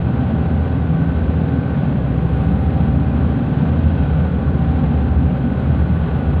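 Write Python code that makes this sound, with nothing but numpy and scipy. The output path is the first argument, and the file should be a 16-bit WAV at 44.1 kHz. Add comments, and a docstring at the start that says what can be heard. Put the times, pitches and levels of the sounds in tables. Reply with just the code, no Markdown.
"""Inside the passenger cabin of a ferry at cruising speed.
Two diesel engines turn almost in step: their exhaust throbs and their tones drone and slowly beat.
The gears whine, and the turbochargers (fans that feed air to the engines) whistle faintly.
Water churned by the propellers shakes the hull and makes the cabin boom.
Behind it all are a rush of water and air and the muffled clatter of fuel firing in the cylinders."""
import sys
import numpy as np
from scipy import signal
from scipy.fft import rfft, irfft
from scipy.io import wavfile
from scipy.ndimage import uniform_filter1d

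SR = 44100
rng = np.random.default_rng(int(sys.argv[2]) if len(sys.argv) > 2 else 0)


def to_wav(sig):
    """Store sig (one row per channel, or 1-D mono) as 16-bit WAV at the path in sys.argv[1].

    Samples outside -1..1 are clipped; the rate is SR.
    """
    pcm = np.clip(np.atleast_2d(sig), -1, 1) * 32767
    pcm = np.round(pcm).astype(np.int16)
    wavfile.write(sys.argv[1], SR, pcm.T)  # frames by channels


N = 282240
TIME = np.arange(N) / SR  # the second at which each sample falls
BINS = np.fft.rfftfreq(N, 1 / SR)  # the pitch in Hz of each slot in a spectrum


def gain_of(db):
    """Turns decibels (dB) into a number to multiply a sound by."""
    return 10 ** (np.asarray(db) / 20)


def curve(rows, column=1):
    """Joins a table's points with straight lines through time, giving one value a sample."""
    columns = np.transpose(rows)
    return np.interp(TIME, columns[0], columns[column])


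def spectrum(points):
    """Joins points of pitch (Hz) and level (dB) into a gain for every pitch."""
    hz, db = np.transpose(points)
    return gain_of(np.interp(np.log(BINS + 1), np.log(hz + 1), db))


def noise(density):
    """Random noise with the given strength at each pitch."""
    return irfft(rfft(rng.standard_normal(N)) * density * np.sqrt(SR / 2), N)


def drift(rate, size=512):
    """A smooth random wobble of typical size 1 that changes about rate times a second."""
    hz = np.fft.rfftfreq(size, N / SR / size)
    slow = irfft(rfft(rng.standard_normal(size)) * np.exp(-.5 * (hz / rate) ** 2), size)
    slow /= np.sqrt(np.mean(slow ** 2))
    return np.interp(TIME, np.linspace(0, N / SR, size), slow)


def tone(turns):
    """A pure tone of average power 1; turns is the running count of its vibrations."""
    return np.sqrt(2) * np.sin(2 * np.pi * (turns + rng.random()))


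def steadied(sound, share, size=7000):
    """Evens out a share of a noise's slow random swells and keeps its fast flutter."""
    power = uniform_filter1d(uniform_filter1d(sound ** 2, size), size // 2)
    return sound * (np.mean(sound ** 2) / (power + 1e-20)) ** (share / 2)


def rush(swell_db=.49):
    """Water along the hull and air from the vents make a steady noise that swells slightly."""
    # The body of the rush, then its faint top. Each row: pitch in Hz, noise level in dB per Hz.
    body = [(15, -71.5), (33, -65), (45, -62), (200, -55.5), (305, -56.5), (360, -56.5), (480, -60.5),
            (660, -61.5), (700, -66.5), (790, -67.5), (950, -70.5), (1140, -69.5), (1220, -72.5),
            (1540, -74)]
    hiss = [(1750, -77.5), (3300, -87), (4500, -99), (5400, -114), (6400, -110), (8300, -117), (9600, -125),
            (15500, -129)]
    return noise(spectrum(body + hiss)) * gain_of(swell_db * drift(2.7))


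def wall_panels(ripple_db=1.0, spacing_hz=28):
    """A gain for every pitch: the wall panels favour many pitches a little and ring at a few."""
    # The panels that ring most. Each row: pitch in Hz, half width in Hz, boost in dB.
    panels = [(580, 20, 3), (1130, 8.1, 3), (1270, 25, 2), (2440, 50, 1), (3260, 90, 4.5), (3850, 45, 5)]
    grid = np.arange(0, SR / 2, spacing_hz)
    ripple = ripple_db * np.interp(BINS, grid, rng.standard_normal(len(grid)))
    peaks = sum(db / (1 + ((BINS - hz) / width) ** 2) for hz, width, db in panels)
    return gain_of(ripple + peaks)


def clatter(cycles, depth=.08, swell_db=1.16):
    """Firing noise comes through the walls, pulsing with the cycle, crank and unequal cylinders."""
    # The muffled noise before the panels colour it. Each row: pitch in Hz, level in dB per Hz.
    muffled = [(200, -76.5), (500, -68.5), (800, -66), (1200, -74.5), (1500, -72.5), (1750, -79),
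               (2150, -84), (2600, -81.5), (3200, -86.5), (3900, -91.5), (4500, -100), (5300, -114),
               (7000, -130)]
    pulsing = sum(tone(order * cycles) for order in (1, 2, 3, 10, 11))
    through_walls = noise(spectrum(muffled) * wall_panels())
    return through_walls * (1 + depth * pulsing) * gain_of(swell_db * drift(2.2))


def turbochargers(flutter_hz=10, rasp=.38):
    """The spinning blades of each turbocharger give a thin whistle that flutters in pitch and level."""
    # The near and the far whistle. Each row: time in seconds, pitch in Hz, level in dB before the boost.
    near = [(0, 10153, -85.5), (.45, 10163, -83), (1, 10166, -85.5), (1.27, 10170, -83),
            (1.5, 10158, -85.5), (2.1, 10168, -82), (2.35, 10162, -76.5), (2.65, 10150, -76),
            (3, 10144, -81), (3.6, 10145, -83.5), (4.9, 10124, -87.5), (5.25, 10112, -82.5),
            (5.7, 10097, -80), (6.4, 10092, -78.5)]
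    far = [(0, 11105, -97), (.7, 11085, -99), (1.5, 11040, -100), (2.2, 11065, -102), (2.75, 11080, -94),
           (3.1, 11055, -102), (4.1, 11070, -101), (4.3, 11100, -94), (4.5, 11120, -94), (4.7, 11150, -101),
           (5.05, 11185, -93), (5.4, 11150, -99), (5.75, 11115, -96), (6.4, 11090, -102)]
    whistles = np.zeros(N)
    for rows, boost_db, waver_db in [(near, 2.5, 1.4), (far, 1.0, 2.5)]:
        hz = curve(rows) + flutter_hz * drift(25)
        whistle = tone(np.cumsum(hz) / SR)
        level = gain_of(curve(rows, column=2) + boost_db + waver_db * drift(13))
        roughness = 1 + rasp * drift(70, size=4096)
        whistles += level * roughness * whistle
    return whistles


def cabin_boom():
    """Churned water rings the cabin and hull; all but the lowest note surge with the propeller wash."""
    # The notes they ring at. Each row: pitch in Hz, width in Hz, level in dB per Hz before the surges.
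    notes = [(32.8, 3.6, -54.5), (76.2, 11, -40.5), (74.2, 12, -39), (88.6, 7.4, -51.5), (108.5, 9.1, -47),
             (136.8, 9.9, -37), (147.7, 7.8, -37.5), (165, 8.7, -45), (181.5, 24, -41), (190, 32, -46.5),
             (223, 18, -40.5), (244.8, 12, -41.5), (272.8, 22, -45)]
    # The four pitches in Hz that split those notes into five groups.
    edges_hz = [60, 120, 160, 205]
    # The surges of the top four groups, low to high. Each row: time in seconds, level change in dB.
    deep = [(0.0, -1), (0.16, 2.5), (0.3, -6), (0.46, 0.5), (1.62, -4), (2.16, -15.5), (2.3, -6),
            (2.76, -6.5), (3.24, 4.5), (3.58, 1), (3.94, 0), (4.24, 7), (4.36, -4), (4.58, -0.5),
            (4.74, -7), (4.88, 4.5), (5.26, 5.5), (5.46, -5.0), (5.92, 9), (6.08, -2), (6.18, 7),
            (6.38, -3)]
    low = [(0.0, -3), (0.24, -6.5), (0.34, -2), (0.44, -2), (0.62, 1), (0.9, 1), (1.18, -13.5), (1.3, -2.0),
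           (1.72, 1.5), (1.8, 3.5), (2.06, 2.5), (2.36, 0.5), (2.58, -9.5), (2.68, 1.0), (2.74, -2.5),
           (2.86, 8), (2.98, -0.5), (3.12, 2), (3.24, -1.5), (3.48, 2.5), (3.58, 4.5), (3.7, 6),
           (3.94, -4.0), (4.0, 2.5), (4.2, 5.5), (4.3, -9.5), (4.52, 1), (4.62, -8.5), (4.9, 6), (5.0, -4),
           (5.1, -1), (5.56, -2.5), (5.7, 4.5), (5.78, -5), (6.12, -6.5), (6.18, 5), (6.32, 2.5), (6.38, 3)]
    middle = [(0.0, 0), (0.44, -2.0), (0.96, -1.5), (1.66, -1.5), (1.84, 2), (2.4, -4.5), (2.5, 6.5),
              (2.64, 3), (2.7, -5.5), (2.8, 1.5), (3.16, -2), (3.26, 1), (3.36, -4.5), (3.72, 5),
              (3.82, -9), (4.0, 5), (4.12, -3), (4.34, 5), (4.42, -1.0), (4.58, 0), (4.66, -2), (5.02, 0),
              (5.12, -1.5), (5.32, 4), (5.38, -1.0), (5.84, 0.5), (5.92, 2.5), (6.04, -2.5), (6.28, -3.5),
              (6.38, -0.5)]
    upper = [(0.0, -6.5), (0.24, 4), (0.62, -2.5), (1.44, 0.5), (1.54, 3), (1.64, -2), (1.86, 4), (2.0, -4),
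             (2.68, -3), (2.8, 3), (3.34, 1.5), (3.44, 5.5), (3.54, -3), (3.76, 4.5), (4.16, -6.5),
             (4.54, 0.5), (4.64, -3.5), (4.9, 3), (5.04, -1), (5.22, 3.5), (5.32, -5), (5.46, 5),
             (5.66, -1.5), (6.14, -5), (6.24, 1.5), (6.38, -8)]
    surges_db = [0, curve(deep), curve(low), curve(middle), curve(upper)]
    groups = np.zeros((len(surges_db), N))
    for hz, width, db in notes:
        peak = gain_of(db) / (1 + ((BINS - hz) / width) ** 2) ** 2
        groups[np.searchsorted(edges_hz, hz)] += noise(peak)
    return sum(gain_of(db) * steadied(ring, share=.8) for db, ring in zip(surges_db, groups))


def propeller_shudder(cycles, order=4.94, jitter_turns=.09):
    """Each passing propeller blade pushes on the hull, unsteadily in the churned water."""
    # The strength of the shudder. Each row: time in seconds, level in dB.
    shudder = [(0.0, -31), (0.16, -30.5), (0.86, -37.5), (1.02, -29), (1.32, -23), (1.4, -39), (1.66, -35),
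               (1.78, -30.5), (2.12, -23.0), (2.58, -21), (2.76, -26), (2.9, -21), (3.7, -38.5),
               (3.82, -28.5), (4.12, -20), (4.28, -26), (4.78, -21.5), (5.0, -25.5), (5.12, -19),
               (5.54, -28.5), (5.88, -28.5), (6.38, -24)]
    return gain_of(curve(shudder)) * tone(order * cycles + jitter_turns * drift(4))


def gear_whine(cycles, mesh_order=56.4, singing_order=108, pump_order=86.65, jitter_turns=.03):
    """Meeting gear teeth whine at a note and its octave; a pump and an engine tone sing in between."""
    # The whine, its octave and the high engine tone. Each row: time in seconds, relative level in dB.
    mesh_levels = [(0.0, -45), (0.12, -41), (0.76, -41), (1.16, -49.5), (1.64, -43.5), (1.98, -49),
                   (2.32, -38.5), (3.02, -40.5), (3.3, -42.5), (3.86, -44.5), (4.38, -49.5), (4.56, -39.5),
                   (4.74, -36.5), (4.96, -42), (5.76, -41), (5.94, -51.5), (6.24, -39.5), (6.38, -45)]
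    octave_levels = [(0.0, -49.5), (0.22, -49.5), (0.9, -53), (1.06, -44.5), (1.36, -51.5), (1.64, -44.5),
                     (2.06, -57.5), (2.6, -51.5), (2.68, -62), (2.9, -54.5), (4.22, -49.5), (4.36, -56.5),
                     (4.52, -50.5), (5.22, -54), (5.76, -49), (6.38, -60)]
    singing_levels = [(0.0, -49), (0.42, -50), (1.08, -47.0), (1.26, -54.5), (1.86, -46.5), (2.12, -54.5),
                      (2.4, -49), (3.82, -53.5), (4.0, -45.5), (4.56, -49), (4.96, -62), (5.06, -54),
                      (5.24, -60.5), (5.38, -47.5), (6.18, -46), (6.38, -46.5)]
    # A slightly off-centre shaft adds side tones around the whine and around its octave.
    # Each entry: distance from the centre tone in orders, level in dB compared with that tone.
    mesh_sides = {-2: -14, 0: 0, 2: -7, 4: -16}
    octave_sides = {-2: -3.5, 0: 0, 2: -12}

    def cluster(centre, sides, waver_rate):
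        """A centre tone and its side tones, each wavering a little in level."""
        return sum(gain_of(db) * (1 + .08 * drift(waver_rate)) * tone(centre + distance * cycles)
                   for distance, db in sides.items())

    teeth = mesh_order * cycles + jitter_turns * drift(3)
    mesh = cluster(teeth, mesh_sides, waver_rate=3) * gain_of(curve(mesh_levels) + .16)
    octave = cluster(2 * teeth, octave_sides, waver_rate=2.8) * gain_of(curve(octave_levels) + .4)
    singing = tone(singing_order * cycles + jitter_turns * drift(3)) * gain_of(curve(singing_levels))
    pump = tone(pump_order * cycles + jitter_turns * drift(3)) * gain_of(-56)
    return mesh + octave + singing + pump


def engine_overtones(cycles, jitter_turns=.051):
    """Three engine tones stand out of the drone: two come and go, one holds steady."""
    # A middle and a thin high overtone of the firing. Each row: time in seconds, relative level in dB.
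    middle = [(0.0, -51), (0.7, -42), (1.181, -45.5), (1.58, -36), (2.0, -51), (2.2, -38.5), (2.9, -52.5),
              (3.44, -51), (3.76, -39), (3.9, -51.5), (4.3, -37), (4.719, -49.5), (5.38, -45.5),
              (6.38, -52.5)]
    high = [(0.0, -63.5), (0.72, -45.5), (1.58, -56.5), (1.801, -52.5), (2.76, -53), (2.98, -55.5),
            (3.44, -47), (3.68, -54.5), (4.46, -48), (5.44, -57.5), (5.82, -48.5), (6.38, -46)]
    db_by_order = {36: curve(middle), 84: curve(high) - 2, 39: -44.5}
    return sum(gain_of(db) * tone(order * cycles + jitter_turns * drift(4))
               for order, db in db_by_order.items())


def engine_drone(near_cycles, far_cycles, far_db=-13, uneven=.31, jitter_turns=.064):
    """The two engines' tones slip in and out of step and beat; uneven burning makes them waver."""
    # The tones of the drone. Each entry: order, the near engine's typical level in dB.
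    orders = {3: -57, 4: -49, 7: -36, 8: -32, 10: -31, 11: -38, 18: -37, 20: -39.5, 21: -42.5, 24: -44.5,
              27: -52, 30: -44.5, 31: -47.5, 33: -52, 34: -46, 37: -46, 40: -55.5, 41: -50.5, 43: -54.5, 44:
              -56, 48: -55.5, 53: -54, 54: -52.5, 57: -57, 58: -51, 60: -50.5, 63: -60.5, 64: -57.5, 66:
              -60, 75: -59.5, 100: -56, 115: -62.5, 122: -67, 123: -64.5, 124: -65.5, 129: -75, 138: -64.5,
              153: -62.5, 181: -67.5, 195: -67.5, 215: -74}
    drone = np.zeros(N)
    for order, db in orders.items():
        near = tone(order * near_cycles + jitter_turns * drift(2.5))
        far = gain_of(far_db) * tone(order * far_cycles)
        waver = 1 + uneven * drift(2.5)
        drone += gain_of(db) * waver * (near + far)
    return drone


def exhaust_throb(cycles, flutter_db=.5, jitter_turns=.027):
    """Six exhaust pulses a cycle make a deep note and its octave; unequal cylinders add a hum between."""
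    # The deep note, its octave and the hum. Each row: time in seconds, relative level in dB.
    firing = [(0.0, -19.5), (0.14, -27.0), (0.6, -18.5), (1.0, -24), (1.38, -18.5), (2.14, -40),
              (2.36, -25), (2.64, -20.5), (3.3, -23.0), (3.54, -31.5), (3.7, -22), (3.9, -15),
              (4.06, -25.5), (4.24, -20.5), (4.36, -26.5), (4.74, -19.5), (4.92, -28.5), (5.32, -23),
              (5.44, -29), (5.82, -20.5), (6.24, -29), (6.38, -16)]
    octave = [(0.0, -25.5), (0.24, -35.5), (0.38, -20), (0.7, -37), (0.88, -19.5), (1.06, -21.5),
              (1.28, -26.5), (1.44, -23), (1.58, -29), (1.74, -30), (1.88, -31.5), (2.26, -19.5),
              (2.36, -33.5), (2.5, -20.5), (2.64, -27.5), (2.9, -22), (3.3, -31), (3.36, -33), (3.56, -25),
              (3.86, -28.5), (3.96, -25), (4.18, -23.5), (4.48, -29.5), (4.66, -24), (4.84, -24),
              (4.92, -37), (5.2, -27), (5.28, -30), (5.54, -31), (5.74, -28.5), (5.96, -24.0),
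              (6.38, -35.5)]
    hum = [(0.0, -19), (0.56, -28), (0.76, -23.5), (1.26, -36), (1.38, -24.5), (1.58, -21.5), (1.74, -32),
           (2.16, -21), (2.56, -28), (2.78, -27.0), (3.56, -27.5), (3.72, -25.0), (4.28, -32), (4.66, -23),
           (4.86, -30.5), (5.06, -23.5), (5.5, -28.5), (5.74, -23.0), (6.24, -32), (6.38, -34)]
    db_by_order = {6: curve(firing), 12: curve(octave) + .27, 9: curve(hum) - 1}
    throb = np.zeros(N)
    for order, db in db_by_order.items():
        level = gain_of(db + flutter_db * drift(3))
        throb += level * tone(order * cycles + jitter_turns * drift(12))
    return throb


def scene():
    """Both engines and all they drive. A tone's "order" is how often it vibrates in one engine cycle."""
    # The near engine's speed. Each row: time in seconds, crank turns a minute.
    speed = [(0, 1638), (.15, 1641), (.7, 1636), (1.4, 1629), (1.8, 1633), (2.1, 1632), (2.4, 1635),
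             (3.3, 1632), (4.15, 1631), (4.7, 1638), (5.2, 1635), (5.6, 1635.5), (6.4, 1632)]
    cycle_hz = curve(speed) / 60 / 2  # one cycle takes two crank turns
    near = np.cumsum(cycle_hz) / SR  # running count of cycles
    far = np.cumsum(cycle_hz * (1.002 + .001 * drift(.5))) / SR  # the far engine runs slightly faster
    engines = exhaust_throb(near) + engine_overtones(near) + engine_drone(near, far)
    machinery = gear_whine(near) + clatter(near) + turbochargers()
    water = propeller_shudder(near) + cabin_boom() + rush()
    return (engines + machinery + water)[None]


def record(dry):
    """Fades both ends so they do not click, then cuts the treble above 15500 Hz."""
    eased = dry * signal.windows.tukey(N, .001)
    low_pass = signal.firwin(511, 15500, window=("kaiser", 9), fs=SR)
    return signal.oaconvolve(eased, low_pass[None], "same")


dry = scene()
out = record(dry)
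to_wav(out)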